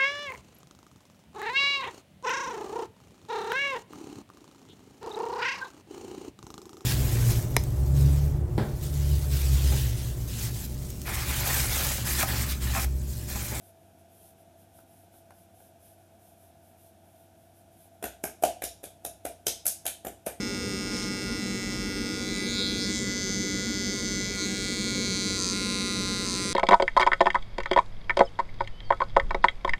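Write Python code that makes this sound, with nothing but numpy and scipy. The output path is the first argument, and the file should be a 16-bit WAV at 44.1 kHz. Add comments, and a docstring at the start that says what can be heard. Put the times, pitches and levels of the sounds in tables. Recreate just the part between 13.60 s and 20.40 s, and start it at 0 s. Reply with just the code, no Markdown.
"""An appliance hums quietly in a small, hard-walled room. Someone sitting on a mat rubs both ankles,
stroke by stroke, with a few soft finger knocks. After about four seconds they slap them five times a
second, the two hands mostly a few milliseconds apart. Each landing gives a hollow thud of trapped air
and a bright smack of skin; ceiling and walls throw it back, and a low room mode booms after it."""
import sys
import numpy as np
from scipy import signal
from scipy.fft import irfft
from scipy.io import wavfile
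from scipy.ndimage import uniform_filter1d

SR = 44100
rng = np.random.default_rng(int(sys.argv[2]) if len(sys.argv) > 2 else 0)


def pcm_store(signal):
    """Save signal as 16-bit PCM."""
    levels = np.round(np.clip(np.atleast_2d(signal), -1, 1) * 32767)
    wavfile.write(sys.argv[1], SR, levels.astype(np.int16).T)


N = 299880

# early reflections off floor, ceiling and wall: delay/s, relative level/dB
REFLECTIONS = [(.002, -42), (0.011, -9), (.0142, -8.5)]
# bright spectrum of skin meeting skin: f/Hz, level/dB
SKIN_SPECTRUM = [(200, -11), (1000, -13), (2500, -12.5), (4300, -9), (6000, 0.5), (10000, 3), (12500, 3.5),
                 (14500, -6)]


def gain_of(db):
    """Decibels to amplitude."""
    return 10 ** (np.asarray(db) / 20)


def unit_rms(x):
    """Scales to rms 1."""
    return x / np.sqrt(np.mean(x ** 2) + 1e-20)


def curve_at(points, hz):
    """Reads a curve along a log-frequency axis."""
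    f, value = np.transpose(points)
    return np.interp(np.log(hz + 1), np.log(f + 1), value)


def add(mix, start_s, sound):
    """Mixes a sound in at start_s."""
    part = mix[max(round(start_s * SR), 0):][:len(sound)]
    part += sound[:len(part)]


def noise(spectrum, size):
    """Noise of rms 1 with the given spectrum."""
    hz = np.fft.rfftfreq(size, 1 / SR)
    phases = np.exp(2j * np.pi * rng.random(len(hz)))
    return unit_rms(irfft(gain_of(curve_at(spectrum, hz)) * phases, size))


def wander(samples):
    """Random modulation of rms 1, smoothed over so many samples."""
    return unit_rms(uniform_filter1d(rng.standard_normal(N), size=samples))


def room_tone(level_db=-61):
    """The still room: a soft, dark bed of noise."""
    # spectrum of the room's air: f/Hz, level/dB
    air_spectrum = [(25, -13), (45, -16), (70, -1.5), (105, -4), (128, -5.5), (160, -3), (240, -4),
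                    (450, -9.5), (700, -6), (1000, -8), (1500, -16), (3400, -19), (14000, -27.5)]
    return gain_of(level_db) * noise(air_spectrum, N)


def appliance_hum():
    """An appliance hums on a few low tones, each wavering in pitch."""
    # tones of the hum: f/Hz, level/dB, rms waver/Hz
    hum_tones = [(94.2, -66, 2.96), (192, -80.5, 3.9), (285.6, -85.5, 1), (335.4, -73, 1.56),
                 (665, -71.5, 4.04)]
    out = np.zeros(N)
    for hz, db, waver_hz in hum_tones:
        pitch_hz = hz + waver_hz * wander(3000)
        out += gain_of(db) * unit_rms(np.sin(2 * np.pi * np.cumsum(pitch_hz) / SR))
    return out


def rubbing(trim_db=1.0, grain=0.087, resting_db=-84):
    """Palms slide over skin with a finely grained hiss that follows their speed."""
    # slides over the ankles: t/s, length/s, relative level/dB
    strokes = [(0.0, 0.13, -60.5), (.17, .15, -73), (0.374, 0.055, -67.5), (.48, 0.2, -63),
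               (0.581, 0.16, -59), (.77, 0.073, -66), (0.958, .11, -65), (1.117, .13, -61.5),
               (1.25, .24, -64), (1.512, .12, -61.5), (1.722, 0.15, -64.5), (1.926, .2, -62),
               (2.19, 0.18, -60.5), (2.34, .15, -72), (2.58, 0.19, -63.5), (2.75, 0.18, -64.5),
               (3.0, .15, -67), (3.158, 0.17, -62), (3.41, 0.2, -70), (3.54, 0.15, -66.5), (3.75, .17, -70),
               (3.93, .11, -65.5), (4.1, 0.098, -68), (4.159, 0.14, -61), (4.33, 0.035, -71)]
    # hiss of sliding skin: f/Hz, level/dB
    friction_spectrum = [(500, -2.5), (1500, -21), (3200, -4.5), (7500, -6.5), (10500, 0), (14000, -2.5)]
    power = np.full(N, gain_of(resting_db) ** 2)  # the hands are never quite still
    for start_s, length_s, db in strokes:
        size = int(length_s * SR)
        speed = np.sin(np.pi * (np.arange(size) / size) ** 0.95)  # sets off, slides, stops
        friction = gain_of(db) * abs(speed) ** 0.85
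        add(power, start_s, friction ** 2)
    grip = np.exp(grain * wander(90))
    return gain_of(trim_db) * np.sqrt(power) * unit_rms(grip * noise(friction_spectrum, N))


def finger_knocks():
    """Now and then a kneading finger knocks softly."""
    # knocks: t/s, level/dB
    knocks = [(1.187, -52), (1.539, -56), (1.7058, -46.5), (2.002, -56)]
    # dull spectrum of a knock: f/Hz, level/dB
    knock_spectrum = [(200, -15), (500, -3.5), (750, 0.5), (1100, 0.5), (1550, -3.5), (1950, -15),
                      (2600, -15.5), (5000, -23), (14000, -21)]
    out = np.zeros(N)
    for start_s, db in knocks:
        add(out, start_s, gain_of(db) * burst(knock_spectrum, peak_s=0.002, tail_db=-7.5))
    return out


def swell(t, peak_s, steepness):
    """Envelope that rises softly to 1 at peak_s and dies away."""
    u = t / peak_s
    return (u * np.exp(1 - u)) ** steepness


def room_tail(source, build_s):
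    """Shapes noise into a reverb tail of energy 1; each band fades at the room's own rate."""
    # reverberation time: f/Hz, T60/s
    decay_times = [(100, 0.27), (300, 0.26), (700, 0.31), (1400, 0.23), (3700, 0.35), (9700, 0.26),
                   (14000, 0.19)]
    hz, frame_s, bands = signal.stft(source, SR, nperseg=256)
    fade = gain_of(-60 * frame_s / curve_at(decay_times, hz)[:, None])
    tail = signal.istft(bands * fade, SR, nperseg=256)[1][:len(source)]
    t = np.arange(len(tail)) / SR
    tail *= 1 - np.exp(-(t / build_s) ** 2)
    return tail / np.linalg.norm(tail)


def burst(spectrum, peak_s, tail_db, spread_db=3.5):
    """A short hiss from a wide patch of skin: its echoes add in power, its tail is smooth noise."""
    t = np.arange(SR // 2) / SR
    hz = np.geomspace(80, 15000, 64)
    # each set of the fingers leaves other small gaps, lifting some bands and hollowing others
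    gaps_db = spread_db * rng.uniform(-1.75, 1.5, len(hz))
    colour = np.column_stack([hz, curve_at(spectrum, hz) + gaps_db])
    settling = gain_of(-15.5) * swell(t, 0.0038, 1.6)  # the fingers settle after the palm
    contact = swell(t, peak_s, 1.52) + settling
    power = contact ** 2
    for delay_s, db in REFLECTIONS:
        add(power, delay_s, (gain_of(db) * contact) ** 2)
    tail = gain_of(tail_db) * np.linalg.norm(contact) * room_tail(noise(colour, len(t)), build_s=0.011)
    return np.sqrt(power) * noise(colour, len(t)) + tail


def escaping_air(smack_db, relative_db=-14, rise_s=0.0028):
    """Air hisses out from under the hand just before it lands; gives the hiss and its time offset."""
    t = np.arange(-512, 128) / SR
    envelope = gain_of(smack_db + relative_db) * np.exp(-abs(t) / rise_s)
    return envelope * noise(SKIN_SPECTRUM, len(t)), t[0]


def palm_thud(thud_db, pocket_hz, puff_db=-13, echo_db=-17, tail_db=-4.5):
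    """Air trapped under the palm rings a few cycles into the room and puffs out."""
    # puff of air leaving a cupped palm: f/Hz, level/dB
    puff_spectrum = [(80, -14.5), (270, 2.5), (450, 1), (850, 6), (1400, 0), (2200, -18.5), (5000, -20.5)]
    t = np.arange(SR // 2) / SR
    swell_s = 0.0013 * gain_of(0.06 * (thud_db + 27))  # a deeper cup takes longer to peak
    ring = swell(t, swell_s, 1.73) * np.sin(2 * np.pi * pocket_hz * t)
    room = gain_of(tail_db) * room_tail(rng.standard_normal(len(t)), build_s=0.0012)
    room[0] += 1  # direct sound
    for delay_s, db in REFLECTIONS:
        room[round(delay_s * SR)] += gain_of(db + echo_db)
    puff = gain_of(puff_db) * burst(puff_spectrum, peak_s=0.0032, tail_db=-2.5)
    return gain_of(thud_db) * (signal.fftconvolve(ring, room)[:len(t)] + puff)


def skin_smack(smack_db):
    """Skin meets skin in a bright splash; a harder smack is over sooner."""
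    contact_s = 0.0022 * gain_of(-0.2 * (smack_db + 32.5))
    return gain_of(smack_db) * burst(SKIN_SPECTRUM, peak_s=contact_s, tail_db=-1.3)


def finger_crack(crack_db, hz):
    """A narrow air gap between fingers and skin cracks with a broad resonance."""
    resonance = [(hz / 6, -22), (hz / 2, -8), (hz, 0), (hz * 2, -11), (hz * 4, -22)]  # f/Hz, level/dB
    return gain_of(crack_db) * burst(resonance, peak_s=0.002, tail_db=-0.7)


def room_boom(thud_db, mode_hz=(63.24, 63.92), t60_s=0.46, rise_s=0.0052):
    """The push of a slap slowly wakes a low mode of the room."""
    t = np.arange(SR // 2) / SR
    ring = np.sin(2 * np.pi * rng.uniform(*mode_hz) * t) * (1 - np.exp(-t / rise_s))
    level_db = -41 + 0.33 * thud_db
    return gain_of(level_db - 60 * t / t60_s) * ring


def slapping():
    """Each landing layers a lead-in hiss, a thud, a smack, a crack and the room's boom."""
    # landings of palm or fingers: t/s, thud level/dB, air pocket f/Hz, smack level/dB,
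    # crack level/dB, crack f/Hz
    landings = [(4.4255, -30, 590, -43, -39.5, 1760), (4.4394, -25, 400, -32.5, -31.5, 1560),
                (4.6380, -24.5, 380, -30, -31, 1390), (4.8240, -28, 520, -37, -48, 2480),
                (4.8357, -12, 657, -24.5, -27, 2580), (5.02, -29.5, 557, -39, -34, 1910),
                (5.038, -29.5, 490, -32, -29, 5950), (5.2317, -41, 530, -48, -53, 2010),
                (5.2388, -33, 480, -41, -42, 3500), (5.4489, -28.5, 603, -32, -39, 3050),
                (5.651, -23, 500, -35, -37, 2360), (5.8668, -23, 466, -23.5, -19, 5140),
                (6.0546, -38, 550, -31.5, -37, 1630), (6.0649, -40, 536, -18.5, -24.5, 7900),
                (6.254, -33.5, 560, -35.5, -35, 1410), (6.2640, -34, 716, -25, -28, 3350),
                (6.4482, -29.5, 525, -41.5, -40.5, 1640), (6.4676, -27, 384, -38.5, -41.5, 2400),
                (6.6630, -32, 648, -31.5, -41.5, 2600), (6.6681, -23.5, 470, -51, -33.5, 1790)]
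    out = np.zeros(N)
    for start_s, thud_db, pocket_hz, smack_db, crack_db, crack_hz in landings:
        hiss, offset_s = escaping_air(smack_db)
        add(out, start_s + offset_s, hiss)
        add(out, start_s, palm_thud(thud_db, pocket_hz))
        add(out, start_s, skin_smack(smack_db))
        add(out, start_s, finger_crack(crack_db, crack_hz))
        add(out, start_s, room_boom(thud_db))
    return out


def scene():
    """The hands over the room's quiet bed, in mono."""
    return (slapping() + rubbing() + finger_knocks() + room_tone() + appliance_hum())[None]


def record(dry, cutoff_hz=14400):
    """The microphone's colour, then a steep high cut."""
    # response of the microphone in its housing: f/Hz, level/dB
    mic_response = [(25, -9), (70, 0.5), (200, 1.5), (330, 0.5), (480, -1), (580, 0.5), (690, 8.5),
                    (820, -1), (1080, -12.5), (1300, -7), (1500, 0.5), (1950, -7.5), (2400, -3),
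                    (2850, -4.5), (3500, -3), (4400, -7.5), (5500, -3), (7500, -2.5), (10300, 3),
                    (14000, 1.5)]
    hz = abs(np.fft.fftfreq(4096, 1 / SR))
    log_gain = np.log(gain_of(curve_at(mic_response, hz)))
    # minimum phase: the housing rings after a blow, never before it
    mic_taps = np.fft.ifft(np.exp(np.conj(signal.hilbert(log_gain)))).real
    coloured = signal.fftconvolve(dry[0], mic_taps)[:N]
    high_cut = signal.firwin(511, cutoff_hz, window=("kaiser", 8), fs=SR)
    return signal.oaconvolve(coloured, high_cut, "same")[None]


dry = scene()
out = record(dry)
pcm_store(out)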